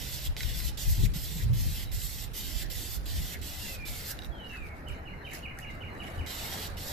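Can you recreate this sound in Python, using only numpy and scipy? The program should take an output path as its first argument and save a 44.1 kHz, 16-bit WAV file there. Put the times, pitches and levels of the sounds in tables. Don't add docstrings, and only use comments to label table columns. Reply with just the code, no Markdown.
import sys
import numpy as np
from scipy import signal
from scipy.io import wavfile
from scipy.ndimage import uniform_filter1d

SR = 44100
rng = np.random.default_rng(int(sys.argv[2]) if len(sys.argv) > 2 else 0)


def digitize_waveform(pressure):
    field = np.atleast_2d(pressure).T
    bounded = np.clip(field, -1, 1)
    quanta = np.round(bounded * 32767).astype(np.int16)
    wavfile.write(sys.argv[1], SR, quanta)


def rack_gain(trim_db):
    fader = np.asarray(trim_db, float)
    return 10 ** (fader / 20)


N = 305172


def evened(x):
    return x / np.sqrt(np.mean(abs(x) ** 2) + 1e-20)


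def read(points, hz):
    f, value = np.transpose(points)
    return np.interp(np.log(hz + 1), np.log(f + 1), value)


def follow(rows, s, column):
    rows = np.asarray(rows)
    return np.interp(s, rows[:, 0], rows[:, column])


def add(mix, s, sound):
    part = mix[..., round(s * SR):][..., :sound.shape[-1]]
    part += sound[..., :part.shape[-1]]


def sides(lean_db):
    return rack_gain(np.multiply.outer([.5, -.5], lean_db))


def bandpass(order, lo_hz, hi_hz):
    return signal.butter(order, [lo_hz, hi_hz], "band", fs=SR, output="sos")


def in_band(x, lo_hz, hi_hz):
    band = signal.sosfilt(bandpass(4, lo_hz, hi_hz), x.mean(0))
    return x / np.sqrt(np.mean(band ** 2))


def flutter(width_s):
    count = max(int(width_s * SR), 1)
    once = uniform_filter1d(rng.standard_normal(N), count)
    return evened(uniform_filter1d(once, count))


def steadied(x, window_s):
    count = int(window_s * SR)
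    power = uniform_filter1d(uniform_filter1d(x ** 2, count), count)
    return x / np.sqrt(abs(power) + 0.038 * power.mean())


def bumps(heights, at, half_s):
    coarse = np.arange(0, N + 128, 128) / SR
    bells = np.exp(-.5 * ((coarse - np.asarray(at)[:, None]) / half_s) ** 2)
    summed = np.atleast_2d(heights) @ bells
    return lambda t: np.squeeze([np.interp(t, coarse, row) for row in summed])


def noise(colour_db, same, size, patch_db, patch_hz, patch_s, lag_ms=0.):
    hop = size // 4
    hz = np.fft.rfftfreq(size, 1 / SR)
    s = np.arange(N // hop + 5) * hop / SR
    a, b, c, d, p, q = rng.standard_normal((len(s), len(hz), 6)).T
    patches = uniform_filter1d(np.array([p, p + q]), max(int(patch_hz * size / SR), 1), 1)
    patches = uniform_filter1d(patches, max(int(patch_s * SR / hop), 1), 2)
    patches /= patches.std(axis=(1, 2), keepdims=True)
    same = np.clip(read(same, hz), -1, 1)[:, None]
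    late = np.exp(-2j * np.pi * hz * lag_ms / 1000)[:, None]
    left, other = a + 1j * b, c + 1j * d
    z = np.array([left, same * late * left + np.sqrt(1 - same ** 2) * other])
    z *= rack_gain(colour_db(hz[:, None], s) + patch_db * np.clip(patches, -3, 1.8))
    return signal.istft(z, nperseg=size, noverlap=size - hop)[1][:, :N]


def whistle(rows, wobble=0.0029, throb_db=0.):
    s, hz, db = np.transpose(rows)
    t = np.arange(s[0], s[-1], 1 / SR)
    waver, throb = evened(uniform_filter1d(rng.standard_normal((len(t), 2)), 350, 0)).T
    pitch_hz = np.interp(t, s, hz) * (1 + wobble * waver)
    tone = np.sin(2 * np.pi * np.cumsum(pitch_hz) / SR)
    level = rack_gain(np.interp(t, s, db) + throb_db * throb)
    return s[0], np.sqrt(2) * level * tone * signal.windows.tukey(len(t), .1)


def yard(x, t60, first_s):
    t = np.arange(SR // 2) / SR
    signs = rng.choice([-1., 1.], (2, len(t)))
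    hits = rng.random((2, len(t))) < .04
    taps = signs * hits * rack_gain(-60 * t / t60) * (t > first_s)
    return signal.fftconvolve(np.atleast_2d(x), taps / np.linalg.norm(taps[0]), axes=1)[:, :N]


# t/s, level/dB
MURMUR_CURVE = [(0.0, -56.5), (1.27, -59.5), (1.79, -59.5), (4.87, -52), (5.43, -53.5), (6.11, -47.5),
                (6.3, -49.5), (6.55, -46.5), (6.82, -52.5), (6.92, -46)]
# f/Hz, density/dB per Hz
TOWN_SPECTRUM = [(24, -29), (40, 0.5), (72, -2), (266, -11.5), (367, -15), (493, -17), (807, -17.5),
                 (1010, -22), (1780, -19.5), (2700, -33), (3290, -47), (4000, -38.5), (9020, -54),
                 (11800, -44), (14400, -49)]
# f/Hz, likeness/1
TOWN_LIKENESS = [(60, 0.91), (300, .85), (600, 0.7), (1000, 0.33), (3000, 0.097), (6000, 0.2), (14000, .1)]
# t/s, f/Hz, level/dB
ENGINE_DRONE = [(0.0, 135, -47.5), (0.3, 136.4, -49.5), (0.85, 135.8, -55), (1.0, 141, -45)]


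def town():
    def colour(hz, s):
        swell = follow(MURMUR_CURVE, s, column=1)
        share = 0.036 + 1.08 / (1 + (350 / (hz + 1)) ** 3) / (1 + (hz / 2500) ** 3)
        return read(TOWN_SPECTRUM, hz) + share * (swell - swell.mean())
    wash = noise(colour, TOWN_LIKENESS, size=1024, patch_db=2.5, patch_hz=150, patch_s=.08, lag_ms=-0.31)
    drone = np.zeros(N)
    add(drone, *whistle(ENGINE_DRONE, wobble=0.0066))
    return in_band(wash, 306, 1250) * rack_gain(-53.5) * sides(-0.16)[:, None] + drone * sides(-1)[:, None]


# peak t/s, f/Hz, level/dB, half
# length/s
LOW_THROBS = [(1.001, 105.6, -35.5, 0.042), (1.164, 170, -33.5, 0.0059), (1.36, 160, -39.5, .04),
              (1.49, 110.5, -32, 0.049), (5.62, 139.6, -49.5, .04), (3.398, 79.4, -42, 0.049),
              (4.709, 81.8, -50, .08), (4.915, 77.6, -43.5, 0.069), (5.821, 89.7, -44, .07),
              (6.203, 79.7, -36.5, .05), (6.751, 85.5, -44.5, 0.19)]


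def rumble():
    out = np.zeros(N)
    for s, hz, db, half in LOW_THROBS:
        swell = [(s - 2 * half, hz, db - 13.0), (s, hz, db), (s + 2 * half, hz, db - 8.5)]
        add(out, *whistle(swell, wobble=0.088, throb_db=2.5))
    return out


# t/s, level/dB, left-right/dB
GUST_CURVE = [(0.0, -48, -7), (.3, -46.5, 0), (.65, -35.5, 10.5), (.8, -45, -9), (1.05, -25.5, 8),
              (1.15, -38.5, -2), (1.39, -41, -4), (1.47, -27.5, -5), (1.63, -32, 4.5), (1.8, -40, -3.5),
              (2.2, -45.5, -9.5), (2.6, -45.5, -3), (2.85, -48, -14), (3.2, -32.5, 2), (3.3, -46.5, -4),
              (4.1, -58, 2), (5.5, -60, -5), (6.92, -55.5, 2)]
# f/Hz, density/dB per Hz
THUMP_SPECTRUM = [(8.8, -58), (15, -54), (43, 7.5), (130, -12.5), (170, -76), (290, -120)]
# f/Hz, density/dB per Hz
BUFFET_SPECTRUM = [(70, -18), (110, 7.5), (160, -1), (260, -20), (500, -29), (900, -55)]
# t/s, level/dB, left-right/dB
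PORT_EDDIES = [(.17, -45, -10), (.295, -32.5, 0), (.46, -37, 6), (0.902, -25.5, 6.5), (1.46, -35, 11),
               (1.96, -33.5, -4), (2.2, -46.5, -13), (2.45, -49, -8), (2.56, -41, -17), (2.66, -43.5, -20),
               (2.76, -42, -8), (3.0, -39.5, -12), (3.41, -49, -19), (3.65, -54, 6), (3.8, -43, 0),
               (3.91, -42, 6), (4.2, -45, -9), (4.3, -46, -16), (4.63, -45.5, -9), (4.91, -47.5, -19),
               (5.85, -54, -7), (6.21, -43, 12), (6.73, -46, -3)]
EDDY_S = 0.027
BUFFET_DB, BUFFET_SLOPE, STRONG_DB = -37.5, 1.68, -30.5
PORT_LIMIT = .24


def wind():
    t = np.arange(N) / SR
    apart = [(20, -.25), (90, -.2), (300, .2)]  # f/Hz, likeness/1
    thump = noise(lambda hz, s: read(THUMP_SPECTRUM, hz) + 0 * s, apart,
                  size=4096, patch_db=2.5, patch_hz=30, patch_s=.1)
    buffet = noise(lambda hz, s: read(BUFFET_SPECTRUM, hz) + 0 * s, apart,
                   size=2048, patch_db=3.0, patch_hz=60, patch_s=.05)
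    lumps = np.array([flutter(0.038), flutter(0.026)])
    thump = in_band(steadied(thump, 0.05) * rack_gain(1.6 * lumps), 15.5, 103)
    buffet = in_band(steadied(buffet, .04) * rack_gain(3.5 * lumps), 105, 260)
    strength_db = follow(GUST_CURVE, t, column=1)
    ports = sides(follow(GUST_CURVE, t, column=2))
    at, db, lean = np.transpose(PORT_EDDIES)
    eddies = bumps(rack_gain(db) * sides(lean), at, EDDY_S)(t)
    buffet_db = BUFFET_DB + BUFFET_SLOPE * (strength_db - STRONG_DB)
    buffet = buffet * rack_gain(buffet_db) * sides(-2.1)[:, None]
    pressure = thump * np.hypot(rack_gain(strength_db - 1.5) * ports, eddies) + buffet * ports
    return PORT_LIMIT * np.tanh(pressure / PORT_LIMIT)


# t/s, f/Hz, level/dB
FIRST_GLIDE = [(3.56, 2900, -66), (3.7, 2690, -49), (3.76, 2500, -54), (3.82, 2390, -45), (3.88, 2280, -57),
               (4.0, 2130, -55), (4.14, 2020, -59)]
# t/s, f/Hz, level/dB
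SECOND_GLIDE = [(4.306, 3430, -54), (4.38, 3110, -55.5), (4.441, 2885, -44), (4.481, 2867, -49.5),
                (4.52, 2668, -42), (4.58, 2560, -50.5), (4.629, 2373, -43.5), (4.679, 2196, -56),
                (4.76, 2170, -53)]
# t after start/s, f/Hz, level/dB
CHIRP_NOTES = [
    [(-.006, 2700, -16), (.003, 2950, -3), (.015, 2980, 4), (.026, 2650, 2), (.034, 2330, 5),
     (.044, 2150, -4)],
    [(.044, 2800, -9), (.056, 2950, -1), (.07, 2450, -8), (.082, 2150, 2), (.097, 2050, -5)],
]
CHIRP_FIRST_S, CHIRP_EVERY_S, CHIRP_COUNT = 4.867, .1876, 9
CHIRP_DB, CHIRP_ARCH_DB, CHIRP_VARY = -48.5, 1.5, .012
# t/s, length/s, start f/Hz, end f/Hz, level/dB
FAR_PEEPS = [(1.845, .06, 3780, 3800, -52), (4.23, .05, 3800, 3800, -64), (4.345, .045, 4150, 4130, -64),
             (4.35, .06, 3750, 3800, -66), (4.41, .11, 3830, 3900, -60), (4.55, .06, 3850, 3750, -66),
             (4.9, .07, 3800, 3900, -66), (4.948, .045, 4140, 4120, -65), (5.065, .05, 4140, 4120, -66),
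             (5.17, .055, 4140, 4120, -64), (5.225, .12, 3800, 3850, -60), (5.67, .04, 3950, 3850, -62),
             (5.74, .04, 3850, 3800, -67), (5.9, .035, 4140, 4120, -62), (5.95, .17, 3900, 3780, -63)]


def birds():
    near, far = np.zeros(N), np.zeros(N)
    for rows in (FIRST_GLIDE, SECOND_GLIDE):
        add(near, *whistle(rows, wobble=.004, throb_db=3.5))
    for k in range(CHIRP_COUNT):
        s = CHIRP_FIRST_S + k * CHIRP_EVERY_S
        db = CHIRP_DB + CHIRP_ARCH_DB * np.sin(np.pi * k / (CHIRP_COUNT - 1))
        for note in CHIRP_NOTES:
            pitch_ratio = 1 + CHIRP_VARY * rng.standard_normal()
            varied = np.multiply(note, [1, pitch_ratio, 1]) + [0, 0, rng.normal(0, 0.98)]
            add(near, *whistle(varied + [s, 0, db], wobble=0.008, throb_db=3.))
    for s, length, hz0, hz1, db in FAR_PEEPS:
        glide = [(s, hz0, db), (s + 1.2 * length, hz1, db)]
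        add(far, *whistle(glide, wobble=.005 if hz0 > 4000 else .02, throb_db=3.))
    near_sound = rack_gain(-4.5) * near * sides(-4.4)[:, None] + rack_gain(-4.5) * yard(near, 0.4, 0.0091)
    far_sound = rack_gain(-8) * far + rack_gain(-9) * yard(far, .12, .004)
    return near_sound + far_sound


# f/Hz, density/dB per Hz
CLOTH_SPECTRUM = [(1530, -8.5), (2600, -2), (3560, -8.5), (3770, -4), (6320, -9.5), (9170, -12),
                  (12700, -10), (14400, -13)]
# peak t/s, level/dB, rise/s, fall/s
SLEEVE_RUBS = [
    (4.25, -59.5, 0.076, 0.057),
    (4.56, -62, 0.24, 0.11),
    (4.67, -64, 0.082, 0.057),
    (4.78, -69, .07, 0.11),
    (4.887, -61.5, 0.012, 0.15),
    (5.353, -49, 0.073, 0.083),
    (5.6, -61, 0.045, 0.099),
    (5.7, -65.5, 0.027, 0.17),
    (6.09, -61, 0.25, 0.41),
]
RUB_DEPTH_DB = 21.5
SEEP_DB, SEEP_FALL_DB_PER_S, STILL_DB = -62, 140, -81


def rustle():
    t = np.arange(0, N + 64, 64) / SR
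    cloth = noise(lambda hz, s: read(CLOTH_SPECTRUM, hz) + 0 * s, [(1000, 0.22), (15000, 0.037)],
                  size=256, patch_db=4.5, patch_hz=900, patch_s=.03)
    power = rack_gain(2 * STILL_DB)
    for stroke in NOZZLE_STROKES:
        power = power + rack_gain(2 * (SEEP_DB - SEEP_FALL_DB_PER_S * abs(t - stroke[1])))
    for s, db, rise, fall in SLEEVE_RUBS:
        away = np.maximum((s - t) / rise, (t - s) / fall)
        power = power + rack_gain(2 * (db - RUB_DEPTH_DB * away))
    level = np.interp(np.arange(N) / SR, t, np.sqrt(power))
    crackle_db = 1.9 * flutter(0.0029)
    return in_band(cloth, 5500, 13500) * level * rack_gain(crackle_db) * sides(-3.5)[:, None]


# t/s, length/s, centre f/Hz, level/dB
SCUFF_EVENTS = [(1.043, 0.035, 2250, -43.5), (1.01, .06, 3600, -43.5), (1.372, 0.073, 1900, -48.5),
                (0.249, .04, 3300, -42.5), (2.569, 0.14, 1780, -51), (3.31, 0.084, 1950, -45.5),
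                (4.059, 0.11, 1610, -49), (4.508, 0.075, 1830, -47), (4.539, .06, 1460, -50),
                (5.01, 0.074, 1850, -56), (5.189, 0.072, 1800, -51), (5.305, .075, 1930, -43.5),
                (5.575, 0.033, 1860, -45.5), (5.565, 0.025, 1400, -52), (5.94, 0.054, 1850, -53),
                (6.131, .04, 1380, -54), (6.498, 0.086, 740, -47.5)]


def scrapes():
    out = np.zeros((2, N))
    for s, length, hz, db in SCUFF_EVENTS:
        count = int(length * SR)
        grains = rng.standard_normal((2, count)) + rng.standard_normal(count)
        scuff = evened(signal.sosfilt(bandpass(2, hz * 0.9, hz * 1.12), grains))
        add(out, s, rack_gain(db) * scuff * np.hanning(count))
    return out


def rung(modes, times):
    t, aged = times
    ring = 0
    for hz, db, t60 in modes:
        ring = ring + rack_gain(db + rng.normal(0, 2.46) - 60 * aged / t60) * np.sin(2 * np.pi * hz * t)
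    return ring * (1 - np.exp(-t / 0.00015))


# t/s, peak level/dB, left-right/dB, dull part re peak/dB
BALL_KNOCKS = [
    (.3656, -38, -3, 3),
    (.3667, -33, -3, -2),
    (.4062, -28, -2, -2),
    (.4326, -29, -6, -7),
    (.6024, -33, 2, -5),
    (1.8911, -43, -6, -12),
    (4.190, -30, -6, -14),
    (4.2213, -35, -8, -14),
    (4.2344, -41, -6, -10),
    (4.2466, -39, -7, -12),
]
# f/Hz, level/dB, t60/s
CAN_MODES = [(2850, -11, .04), (3700, 2, .014), (3830, -8, .07), (4150, -4, .009), (4800, -11, .02),
             (8000, -14, .012)]
# f/Hz, level/dB, t60/s
PALM_MODES = [(1503, -15, 0.12), (2000, -2.5, 0.033), (2150, -3.5, 0.054), (2450, 1.5, 0.013)]
GRIP, CRACK_DB, CRACK_S = 3, 0, .012
# t/s, peak level/dB, left-right/dB
DRY_TICKS = [
    (.3665, -41, -3),
    (.717, -50, -3),
    (4.190, -43, -5),
    (4.8848, -46, -6),
    (5.5747, -54, -3),
    (5.3152, -48, -4),
    (5.3351, -41, -4),
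    (5.5882, -37, -6),
    (5.9844, -55, -5),
]


def rattle():
    out, t = np.zeros((2, N)), np.arange(3000) / SR
    broad = bandpass(2, 1100, 5000)
    for s, db, lean, dull_db in BALL_KNOCKS:
        crack = evened(signal.sosfilt(broad, rng.standard_normal(len(t)))) * rack_gain(CRACK_DB - 60 * t / CRACK_S)
        steel = rung(CAN_MODES, t * [[1], [1 + GRIP * rack_gain(dull_db)]])
        blow = steel + rack_gain(dull_db) * (rung(PALM_MODES, np.array([t, t])) + crack)
        add(out, s, rack_gain(db - 3.5) * np.outer(sides(lean), blow))
        add(out, s + 0.001292, rack_gain(db - 14) * np.outer(sides(lean), blow))
    thin = bandpass(1, 4300, 13500)
    cut = signal.butter(2, 4400, "high", fs=SR, output="sos")
    for s, db, lean in DRY_TICKS:
        bright = signal.sosfilt(thin, signal.sosfilt(cut, rng.standard_normal((2, len(t)))))
        puff = evened(bright) * rack_gain(-60 * t / 0.011)
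        add(out, s, rack_gain(db) * sides(lean)[:, None] * puff)
    return out + rack_gain(-19) * yard(out, 0.1, 0.0038)


# open t/s, shut t/s, jet level/dB, sag over stroke/dB, low hiss re jet/dB
NOZZLE_STROKES = [(-.02, 0.308, -45.5, -2, -1.5), (0.369, 0.731, -46.5, -1, -0.5),
                  (0.773, 1.098, -45.5, -2.5, -3), (1.137, 1.481, -46, -3, -4),
                  (1.531, 1.875, -45.5, 7, -3), (1.916, 2.281, -44.5, 0, -6.5),
                  (2.334, 2.667, -45, 3.5, -3), (2.7, 3.005, -44.5, -3, -5.5), (3.056, 3.379, -45.5, 3, -3),
                  (3.414, 3.789, -45.5, 1, -2.5), (3.852, 4.154, -44, 1.5, -5), (6.262, 6.709, -46.5, 0, 1),
                  (6.769, 7.0, -47, 1, -2)]
OPEN_S, OPEN_DB, SHUT_S, SHUT_DB = 0.036, -3.5, 0.039, -26
POP_DB, POP_S = 6.5, 0.012
# t/s, boost/dB
FAN_SPURTS = [(.135, 4.5), (.27, 4.5), (.585, 5), (.672, 6), (.81, 5.5), (0.908, 7.5), (1.05, 4), (1.25, 3),
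              (1.61, 6), (1.82, -3.5), (2.05, 4), (2.381, 6), (2.94, 3.5), (4.03, -4.5), (4.11, 4),
              (6.4, 1), (6.53, 3.5), (6.9, 5)]
SPURT_S, SPURT_LOW = 0.022, 0.16
AIM_DB, SWING_DB = -6, 3


def nozzle(t):
    start, end, db, sag_db, low_db = np.transpose(NOZZLE_STROKES)
    k = np.maximum(np.searchsorted(start, t, "right") - 1, 0)
    since, left = t - start[k], end[k] - t
    phase = np.clip(since / (end - start)[k], 0, 1)
    at, boost_db = np.transpose(FAN_SPURTS)
    spurt = bumps(boost_db, at, SPURT_S)(t)
    edges = OPEN_DB * np.clip(1 - since / OPEN_S, 0, 1) + SHUT_DB * np.clip(1 - left / SHUT_S, 0, 1)
    level = db[k] + sag_db[k] * (phase - .5) + spurt + edges
    low = low_db[k] - (1 - SPURT_LOW) * spurt + POP_DB * np.exp(-abs(since) / POP_S)
    lean = AIM_DB + SWING_DB * np.sin(np.pi * phase)
    return left > 0, level, low, lean


# f/Hz, density/dB per Hz
JET_SPECTRUM = [(710, -12), (1200, -22.5), (1740, -11), (2000, -2), (2290, -10.5), (2590, -4.5), (3540, -1),
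                (5710, -3), (6470, -7.5), (7400, -2), (9110, -10), (10500, -9.5), (12100, -2), (13400, -4),
                (14400, -5.5)]
# f/Hz, likeness/1
JET_LIKENESS = [(1500, 0.71), (2500, 0.79), (4000, 0.54), (5000, 0.43), (6300, 0.44), (9000, 0.1),
                (12800, 0.65), (14400, 0.33)]
# f/Hz, left-right/dB
JET_BALANCE = [(1500, 0), (3000, -2.5), (6000, -2.5), (9000, -1.5), (11500, -9.5), (14400, -11)]


def spray():
    def colour(hz, s):
        low = nozzle(s)[2]
        share = 1 / (1 + (hz / 4700) ** 6)
        return read(JET_SPECTRUM, hz) + share * (low + 2.9) + sides(read(JET_BALANCE, hz))
    is_open, level_db, _, lean = nozzle(np.arange(N) / SR)
    jet = noise(colour, JET_LIKENESS, size=2048, patch_db=4.4, patch_hz=90, patch_s=.08, lag_ms=0.015)
    sputter_db = 0.78 * flutter(0.018) + 0.21 * flutter(0.001)
    level = rack_gain(sputter_db) * uniform_filter1d(rack_gain(level_db) * is_open, size=200)
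    near = in_band(jet, 4730, 14730) * level * sides(lean + 1.8)
    dull = signal.sosfilt(signal.butter(3, 4800, fs=SR, output="sos"), near)
    return near + rack_gain(-9) * yard(dull, 0.52, 0.0037)


def scene():
    background = town() + rumble() + wind() + birds()
    return background + rustle() + scrapes() + rattle() + spray()


def roll_off(x):
    return signal.sosfilt(signal.butter(12, 15390, fs=SR, output="sos"), x)


def record(dry):
    edge = signal.firwin(1501, 14500, window=("kaiser", 8), fs=SR)
    mix = signal.oaconvolve(dry, edge[None], "same")
    return roll_off(mix)


dry = scene()
out = record(dry)
digitize_waveform(out)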